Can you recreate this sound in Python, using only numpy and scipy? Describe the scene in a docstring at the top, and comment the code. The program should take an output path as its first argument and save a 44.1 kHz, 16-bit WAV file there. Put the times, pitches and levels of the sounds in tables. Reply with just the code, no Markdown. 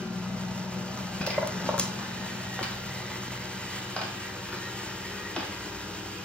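"""A robot vacuum crawls out from under a cabinet and across a small tiled bathroom.
Its roller brush drums and sweeps the floor, the fan hums and blows through a vent, and the wheel
gears whine as it steers. It knocks on the cabinet panel, its sprung bumper snaps back, and jolts
clack the loose plastic parts. The tiled walls reflect it all, over a low hum in the room."""
import sys
import numpy as np
from scipy import signal
from scipy.fft import rfft, irfft
from scipy.io import wavfile
from scipy.ndimage import uniform_filter1d

SR = 44100
rng = np.random.default_rng(int(sys.argv[2]) if len(sys.argv) > 2 else 0)


def output_pcm(signal):
    """Save a mono or channel-first signal as 16-bit PCM at the path in sys.argv[1].

    Samples are clipped to [-1, 1] before scaling.
    """
    pcm = np.clip(np.atleast_2d(signal).T, -1, 1) * 32767
    wavfile.write(sys.argv[1], SR, np.round(pcm).astype(np.int16))


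N = 275184
T = np.arange(N) / SR
FREQS = np.maximum(np.arange(N // 2 + 1) * SR / N, 1)
HIT_T = T[:SR // 2]
HIT_FREQS = np.maximum(np.fft.rfftfreq(len(HIT_T), 1 / SR), 1)
LEFT_RIGHT = np.array([[1], [-1]])

# plastic shell spectrum: f/Hz, level/dB
SHELL_SPECTRUM = [(120, -32), (300, -15), (550, 5.5), (800, 4.5), (1000, 2), (1500, 4), (2000, -3),
                  (2500, -2), (3500, -5), (5000, -7.5), (7000, -21), (9500, -26), (16000, -35.5)]


def undb(db):
    """Decibels to gain."""
    return 10 ** (np.asarray(db) / 20)


def unit(x):
    """Scale to rms 1."""
    return x / np.sqrt(np.mean(x ** 2))


def noise():
    """Scene-length white noise."""
    return rng.standard_normal(N)


def walk(rate_hz):
    """Smooth random drift, rms 1."""
    step = max(int(SR / rate_hz / 4), 1)
    points = rng.standard_normal(N // step + 2)
    points = uniform_filter1d(uniform_filter1d(points, size=2), size=2)
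    return unit(np.interp(np.arange(N) / step, np.arange(len(points)), points))


def fade(t, t60_s):
    """Exponential decay from t = 0."""
    return (t >= 0) * np.exp(-np.log(1000) * np.maximum(t, 0) / t60_s)


def past(x, edge, reach):
    """Smooth step from 0 to 1 as x passes the edge."""
    return .5 + .5 * np.tanh((x - edge) / reach / 2)


def place(start_s, x):
    """Put a short sound on the timeline."""
    return np.pad(x, (int(start_s * SR), N))[:N]


def curves(table):
    """Table columns, interpolated over time."""
    times_s, *columns = np.transpose(table)
    return [np.interp(T, times_s, column) for column in columns]


def spectrum(points, freqs=FREQS):
    """Table values, interpolated over log frequency."""
    hz, values = np.transpose(points)
    return np.interp(np.log(freqs), np.log(hz), values)


def humps(peaks, freqs=FREQS):
    """Gain in dB of a set of resonances."""
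    return sum(db / (1 + (2 * (freqs - hz) / width_hz) ** 2) for hz, width_hz, db in peaks)


def colour(x, gain_db):
    """Minimum-phase filter, via the cepstrum."""
    n = len(x)
    cepstrum = irfft(np.log(undb(gain_db)), n)
    cepstrum[1:n // 2] *= 2
    cepstrum[n // 2 + 1:] = 0
    return irfft(rfft(x) * np.exp(rfft(cepstrum)), n)


def resonate(x, peaks):
    """Steep parallel resonators; output rms 1."""
    gain = sum(undb(db) / (1 + 1j * (FREQS / hz - hz / FREQS) * hz / width_hz / 2) ** 2
               for hz, width_hz, db in peaks)
    return unit(irfft(rfft(x) * gain, N))


def band(hz, width_hz):
    """Narrow noise around a centre that may move; rms 1."""
    phase = 2 * np.pi * np.cumsum(hz) / SR
    rate_hz = width_hz / np.sqrt(2)
    return walk(rate_hz) * np.sin(phase) + walk(rate_hz) * np.cos(phase)


def turns(hz, wander):
    """Revolutions of a motor whose speed wanders."""
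    return np.cumsum(hz * (1 + wander * walk(2.94))) / SR


def tones(shaft, orders, waver_db):
    """Shaft harmonics; each wavers at random, as when moving through standing waves."""
    return sum(undb(db + waver_db * walk(2.56)) * np.sqrt(2)
               * np.sin(2 * np.pi * (order * shaft + rng.random())) for order, db in orders)


def ring(hits, modes):
    """Struck decaying modes; spot and grip of each contact shift pitch, damping and brightness."""
    out = np.zeros(N)
    for start_s, peak_db, pitch, length, tilt_db_oct, push_s in hits:
        body = sum(undb(db + tilt_db_oct * np.log2(hz / modes[0][0])) * fade(HIT_T, t60_s * length)
                   * np.sin(2 * np.pi * hz * pitch * HIT_T) for hz, db, t60_s in modes)
        body *= 1 - np.exp(-HIT_T / push_s)
        out += undb(peak_db) * place(start_s, body / np.abs(body).max())
    return out


def room(x, wet_db, t60_s=0.57):
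    """Direct sound plus a diffuse stereo tail from the tiled walls."""
    # reflection strength: f/Hz, level/dB
    reflections = [(40, -36), (200, -3), (500, 5), (1500, 1.5), (3000, 5.5), (5000, -0.5), (7500, -6),
                   (16000, -4)]
    # stereo width of the reflections: f/Hz, side over mid/dB
    side_over_mid = [(40, -7.5), (250, -13.5), (500, -2.5), (1400, -3), (2800, 2), (5000, 1.5), (7400, -5),
                     (8500, -41.5), (11700, -38), (13500, -2.5), (16000, -4.5)]
    tails = [noise() * fade(T - .003, t60_s) for _ in range(2)]
    mid, side = (rfft(tail / np.sqrt(np.sum(tail ** 2))) for tail in tails)
    width = undb(spectrum(side_over_mid))
    wet = undb(spectrum(reflections) + wet_db)
    walls = (mid + LEFT_RIGHT * width * side) / np.sqrt(1 + width ** 2)
    return irfft(rfft(x) * (1 + wet * walls) / np.sqrt(1 + wet ** 2), N)


def roam(x, wet_db, spots=4):
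    """Moving source: reflections crossfade from one spot on the floor to the next."""
    spot = T / T[-1] * (spots - 1)
    return sum(room(x * np.sqrt(np.maximum(1 - np.abs(spot - k), 0)), wet_db) for k in range(spots))


def drumming(roller, clear_m, slap_hz=194, slap_width_hz=38, slap_db=-5.5, slap_decay_turns=0.57):
    """Roller blades beat the floor; once a turn a slap booms in the chassis, most under the cabinet."""
    # blade beat: roller order, level/dB
    blade_orders = [(6, -5), (7, -14.5)]
    # chassis shaken by the roller: roller order, level/dB
    boom_orders = [(8, -15), (9, -1.5), (10, -8), (11, -16)]
    blade_db = -38 - 11.5 * np.abs(clear_m - 0.12)
    boom_db = -37 - 13.5 * past(clear_m, edge=0.3, reach=0.11)
    bursts = noise() * np.exp(-(roller % 1) / slap_decay_turns)
    slaps = resonate(bursts, [(slap_hz, slap_width_hz, 0)])
    boom = tones(roller, boom_orders, waver_db=2) + undb(slap_db) * slaps
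    return undb(blade_db) * tones(roller, blade_orders, waver_db=2) + undb(boom_db) * boom


def fan(clear_m, air_db, shaft_hz=196.33, whine_hz=14050, whine_width_hz=550, whine_db=-26):
    """Suction fan: hum, overtones, and a cluster of high orders that leaves the vent with the air."""
    # fan overtones: shaft order, level/dB
    overtones = [(4, -64), (8, -63), (10, -61), (19, -67), (37, -80)]
    shaft = turns(shaft_hz, wander=.0006)
    hum_db = -47.5 - 2.5 * np.abs(clear_m)
    hum = tones(shaft, [(1, hum_db)], waver_db=0.8)
    cluster = [(k, whine_db - 10 * np.log10(1 + (2 * (k * shaft_hz - whine_hz) / whine_width_hz) ** 2))
               for k in range(69, 76)]
    whine = undb(air_db) * tones(shaft, cluster, waver_db=2.5)
    return hum + tones(shaft, overtones, waver_db=4) + whine


def room_hum(mains_hum_hz=100, drone_hz=85.5):
    """Mains hum and a fainter, wavering tone below it."""
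    mains = tones(mains_hum_hz * T, [(1, -51.5)], waver_db=1)
    return mains + tones(turns(drone_hz, wander=0.0036), [(1, -62)], waver_db=5)


def gearbox(roller, backlash_turns=.002):
    """Brush motor and gears; backlash blurs the higher tones."""
    # brush drive tones: roller order, level/dB
    gear_orders = [(3, -61), (15, -72), (18, -58.5), (20, -60.5), (24, -63), (37, -65), (45, -64),
                   (60, -66), (68, -61), (80, -62.5), (100, -64.5)]
    return tones(roller + backlash_turns * walk(25), gear_orders, waver_db=3.5)


def sweeping(roller, clear_m, hidden, throb=0.075, grain_db=3):
    """Bristles flick the tile in step with the roller and sound through the duct."""
    # bristles on tile: f/Hz, level/dB
    bristle_spectrum = [(20, -11), (38, -11.5), (58, 2), (130, 2.5), (260, 0.5), (350, 2.5), (450, 0),
                        (650, -4), (1300, -2), (1700, -4.5), (2300, -12.5), (6000, -8), (16000, -50)]
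    # duct resonances: f/Hz, width/Hz, gain/dB
    duct_peaks = [(568, 90, 5), (911, 174, 8), (1260, 51, 5.5), (1530, 99, 3)]
    scrub_db = 5.5 * np.exp(-((clear_m - 0.11) / 0.093) ** 2)  # body squeezes along the cabinet
    level_db = -44 - hidden + scrub_db  # 1 dB down under the cabinet
    flicks = noise() * undb(grain_db * walk(244)) * (1 + throb * np.cos(2 * np.pi * roller))
    return undb(level_db) * unit(colour(flicks, spectrum(bristle_spectrum) + humps(duct_peaks)))


def exhaust(air_db, flutter_db=1.5, swell_db=2.5, drift=.015):
    """Turbulent air leaves the vent; the grille's resonances drift and swell."""
    # exhaust air: f/Hz, level/dB
    air_spectrum = [(100, -27), (900, -4), (1800, 1), (2200, 0), (2950, 3.5), (3500, -2.5), (4250, -5),
                    (4650, -2), (6400, -8), (7600, -2), (8700, -12), (13000, -16.5), (14300, -13),
                    (16000, -25)]
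    # grille resonances: f/Hz, width/Hz, level re rush/dB
    grille_peaks = [(2433, 150, -17), (2985, 260, -17), (3840, 280, -15.5), (4650, 200, -22.5)]
    turbulence = noise() * undb(flutter_db * walk(16))
    rush = unit(colour(turbulence, spectrum(air_spectrum)))
    grille = sum(undb(db + swell_db * walk(5)) * band(hz * (1 + drift * walk(2)), width_hz)
                 for hz, width_hz, db in grille_peaks)
    return undb(air_db) * (rush + grille)


def hollows(clear_m, corner_m=1.61):
    """The whir booms in the gap under the cabinet and growls as the robot nears the corner."""
    # gap resonances: f/Hz, width/Hz, gain/dB
    gap_peaks = [(580, 94, -0.5), (620.5, 40, 2.5), (750, 39, 5)]
    # room corner resonances: f/Hz, width/Hz, gain/dB
    corner_peaks = [(318, 30, 3.5), (341.5, 23, 5.5), (371.8, 11, -0.5)]
    gap_db = -46.5 - 20.5 * np.abs(clear_m)
    corner_db = -45.5 - 11.5 * np.abs(corner_m - clear_m)
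    boom = undb(gap_db) * resonate(noise(), gap_peaks)
    return boom + undb(corner_db) * resonate(noise(), corner_peaks)


def shoves():
    """Soft shoves ring the chassis."""
    # shoves: t/s, peak/dB, pitch ratio, ring length ratio, tilt/(dB/oct), push/s
    pushes = [(1.208, -24, .85, 0.65, -20, 0.0047), (1.64, -29.5, 1.3, 1.5, -10, .004),
              (2.612, -29.5, 1.0, 0.76, 6.5, 0.0059), (4.025, -33, .95, 0.84, -6, 0.0045),
              (4.53, -32.5, 1.06, 1.6, 10, 0.0036), (5.369, -26, 0.97, 1.5, 7, 0.0048)]
    # chassis modes: f/Hz, level/dB, t60/s
    chassis_modes = [(203, 3.5, 0.056), (277.4, 0.5, 0.071), (337, 4, 0.061), (435, -14, 0.083)]
    return ring(pushes, chassis_modes)


def clacks(clack_t60_s=0.035, rattle_t60_s=0.3, grain_db=5):
    """Each jolt strikes the shell's resonances; loose parts chatter on unevenly."""
    # jolts: t/s, level/dB, tilt/(dB/oct), pitch ratio, rattle re clack/dB
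    jolts = [(1.212, -30, 1.5, 1.05, -11), (1.265, -27, 8, 1.1, -10), (1.305, -30, 1.5, 0.98, -14),
             (1.343, -32, -2, 1.0, -20), (1.663, -33.5, 2, 0.92, -11), (2.59, -27, -3.5, 1.06, -17),
             (2.629, -28, 5.5, 0.94, -19), (2.64, -34, 1.5, .95, -17), (2.678, -43, -2, 1.0, -18),
             (3.9633, -25, 0, 0.99, -11.5), (3.989, -34.5, 0.5, 1.0, -8), (4.014, -28.5, 1, 0.97, -9),
             (4.527, -34, 0.5, 1.0, -7), (5.363, -26, -1, 1.053, -13), (5.387, -38, 5.5, 1.0, -18),
             (5.407, -38.5, 6, 1.0, -18), (5.429, -34, -1, 0.89, -25)]
    # shell resonances: f/Hz, width/Hz, gain/dB
    shell_peaks = [(890, 200, 4.5), (1120, 90, 3), (2430, 230, 10), (3160, 230, 5.5), (4820, 490, 7.5),
                   (5400, 300, 3.5)]
    out = np.zeros(N)
    for start_s, db, tilt_db_oct, pitch, rattle_db in jolts:
        contact, uneven = rng.standard_normal((2, len(HIT_T)))
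        grains = undb(grain_db * unit(uniform_filter1d(uneven, size=128)))
        force = fade(HIT_T, clack_t60_s) + undb(rattle_db) * fade(HIT_T, rattle_t60_s) * unit(grains)
        shell_db = spectrum(SHELL_SPECTRUM, HIT_FREQS) + humps(shell_peaks, HIT_FREQS / pitch)
        tilt_db = tilt_db_oct * np.log2(np.maximum(HIT_FREQS, 300))
        clack = colour(contact * force, shell_db + tilt_db)
        out += undb(db) * place(start_s, clack / np.std(clack[:SR // 100]))  # level of first 10 ms
    return out


def knocks(crunch_db=-14, crunch_t60_s=0.05, top_hz=1200, tilt_db_oct=-8):
    """The shell strikes the cabinet and rebounds; each contact crunches and rings the panel."""
    # contacts: t/s, peak/dB, pitch ratio, ring length ratio, tilt/(dB/oct), push/s
    contacts = [(1.273, -20, 1.008, 0.66, -5.5, 0.0035), (1.379, -13, 1.0, .85, -4, 0.0028),
                (1.426, -19, 1.068, .65, 1, 0.007), (1.689, -13, 1.008, 0.67, 6.5, 0.0014),
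                (1.738, -17, 0.984, 0.78, 6, 0.005), (1.779, -22.5, 1.0, 0.6, 18, .003)]
    # cabinet panel modes: f/Hz, level/dB, t60/s
    panel_modes = [(580.5, 14.5, 0.049), (747, -11, 0.046), (933, 5, 0.059), (1070, 4.5, 0.04),
                   (1344, -3.5, 0.041), (1625, -15, 0.037)]
    force = sum(undb(db + crunch_db) * fade(T - start_s, crunch_t60_s) for start_s, db, *_ in contacts)
    shell_db = spectrum(SHELL_SPECTRUM) + tilt_db_oct * np.log2(np.maximum(FREQS / top_hz, 1))
    crunch = colour(noise() * force, shell_db) / np.sqrt(np.mean(undb(shell_db) ** 2))
    return ring(contacts, panel_modes) + crunch


def wheels(whine_db=-2.5, slow_stage_db=-10, rasp_db=-50, flutter_db=2.5, spin_up_s=0.058, jitter=.006):
    """Steering gears: mesh whine, a stage an octave below and tooth rasp, fluttering with the load."""
    # gear mesh, one curve per steering move: t/s, f/Hz, level/dB
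    moves = [
        [(1.30, 2020, -45), (1.38, 2060, -37), (1.46, 2005, -43), (1.6, 1964, -49)],
        [(2.0, 1794, -53), (2.2, 1843, -45), (2.4, 1900, -48), (2.54, 1893, -42), (2.66, 1882, -43)],
        [(2.82, 1982, -51), (3.0, 2005, -53), (3.5, 1984, -53), (3.75, 1950, -46)],
        [(4.22, 1902, -48), (4.35, 1924, -50), (4.47, 1765, -52), (4.69, 1877, -39), (4.88, 1890, -61),
         (5.29, 1900, -39), (5.35, 1822, -48)],
        [(5.52, 1965, -45), (5.622, 1955, -48), (5.68, 1973, -60)],
    ]
    mesh_hz, mesh_db = curves([point for move in moves for point in move])
    outside_s = [np.maximum(move[0][0] - T, 0) + np.maximum(T - move[-1][0], 0) for move in moves]
    running = np.exp(-np.min(outside_s, axis=0) / spin_up_s)
    mesh = np.cumsum(mesh_hz * (1 + jitter * walk(110))) / SR
    whine = np.sin(2 * np.pi * mesh) + undb(slow_stage_db) * np.sin(np.pi * mesh)
    gears = undb(mesh_db + whine_db) * whine + undb(rasp_db) * band(mesh_hz, width_hz=260)
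    return gears * running * undb(flutter_db * walk(40))


def bumper(crack_t60_s=0.0085, rattle_t60_s=0.26, top_hz=6800, tilt_db_oct=-7, left_db=2):
    """The sprung bumper cracks against its stop, then trembles on, duller and more diffuse."""
    # snaps: t/s, level/dB, rattle re crack/dB
    snaps = [(1.4738, -22, -20), (1.78, -26, -16), (1.789, -20.5, -22), (1.7963, -11.8, -17.5),
             (1.7988, -17.5, -21)]
    # latch spectrum: f/Hz, level/dB
    latch_spectrum = [(500, -3), (2500, 0), (3800, .5), (4900, 4.5), (6200, 6.5), (7700, 6), (9000, 1.5),
                      (11200, 1), (13000, -7), (15300, -6), (17000, -18)]
    crack = sum(undb(db) * fade(T - start_s, crack_t60_s) for start_s, db, _ in snaps)
    rattle = sum(undb(db + rel_db) * fade(T - start_s, rattle_t60_s) for start_s, db, rel_db in snaps)
    latch_db = spectrum(latch_spectrum)
    dull_db = tilt_db_oct * np.log2(np.maximum(FREQS / top_hz, 1))
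    direct = colour(noise() * crack, latch_db) * undb(LEFT_RIGHT * left_db / 2)
    diffuse = room(colour(noise() * rattle, latch_db + dull_db), wet_db=0, t60_s=.25)
    return (direct + diffuse) / np.sqrt(np.mean(undb(latch_db) ** 2))


def whistle(hz=4585, gain_db=-53.5, rise_s=4.2, fall_s=4, edge_s=.04):
    """A near-silent trace of high whistle, where the tails of two gates overlap."""
    gate = past(T, rise_s, edge_s) * (1 - past(T, fall_s, edge_s))
    return undb(gain_db) * gate * band(np.full(N, hz), width_hz=50)


def scene(roller_hz=20.48, nearest_m=0.6):
    """The robot's run and collisions; the vent is loudest nearest the microphones."""
    # path: t/s, distance clear of the cabinet front/m (negative = underneath)
    path = [(0, -0.18), (1.25, 0.021), (2.2, 0.205), (3.4, 0.5), (6.24, 1.37)]
    clear_m, = curves(path)
    hidden = 1 - past(clear_m, edge=-0.079, reach=0.05)  # 1 under the cabinet, 0 in the open
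    air_db = -42 - 6 * hidden - 2.5 * np.abs(clear_m - nearest_m)
    roller = turns(roller_hz, wander=0.002)
    motors = room_hum() + drumming(roller, clear_m) + fan(clear_m, air_db) + wheels()
    whir = gearbox(roller) + sweeping(roller, clear_m, hidden) + exhaust(air_db)
    whir += hollows(clear_m) + whistle()
    bumps = room(shoves(), wet_db=-7) + room(clacks(), wet_db=-2, t60_s=.45)
    bumps += room(knocks(), wet_db=-7.5, t60_s=0.39) + bumper()
    return room(motors, wet_db=-12) + roam(whir, wet_db=-2) + bumps


def record(dry, low_cut_hz=45, top_hz=15800):
    """Two microphones, each with its own colour and phase; rumble and the very top are cut."""
    # microphone balance: f/Hz, left minus right/dB
    balance = [(60, -2.5), (170, 3), (350, 4), (550, 0.1), (900, 3), (1300, 0), (2000, 1.5), (3400, -2.5),
               (4200, -2.5), (5000, 0.5), (8000, 0)]
    # phase between the ports: f/Hz, left lead/rad
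    port_phase = [(200, 0), (950, -.35), (2000, .2), (2700, 0), (3300, 1), (4000, 1.1), (4900, 2.3),
                  (5600, 1.8), (7200, 2.3), (8400, np.pi), (11800, np.pi), (13700, 4.4), (15800, 6.2)]
    gain = undb(LEFT_RIGHT * spectrum(balance) / 2)
    shift = np.exp(1j * LEFT_RIGHT * spectrum(port_phase) / 2)
    heard = irfft(rfft(dry) * gain * shift, N)
    heard = signal.sosfilt(signal.butter(2, low_cut_hz, "high", fs=SR, output="sos"), heard)
    return signal.sosfilt(signal.ellip(10, .2, 80, top_hz, fs=SR, output="sos"), heard)


dry = scene()
out = record(dry)
output_pcm(out)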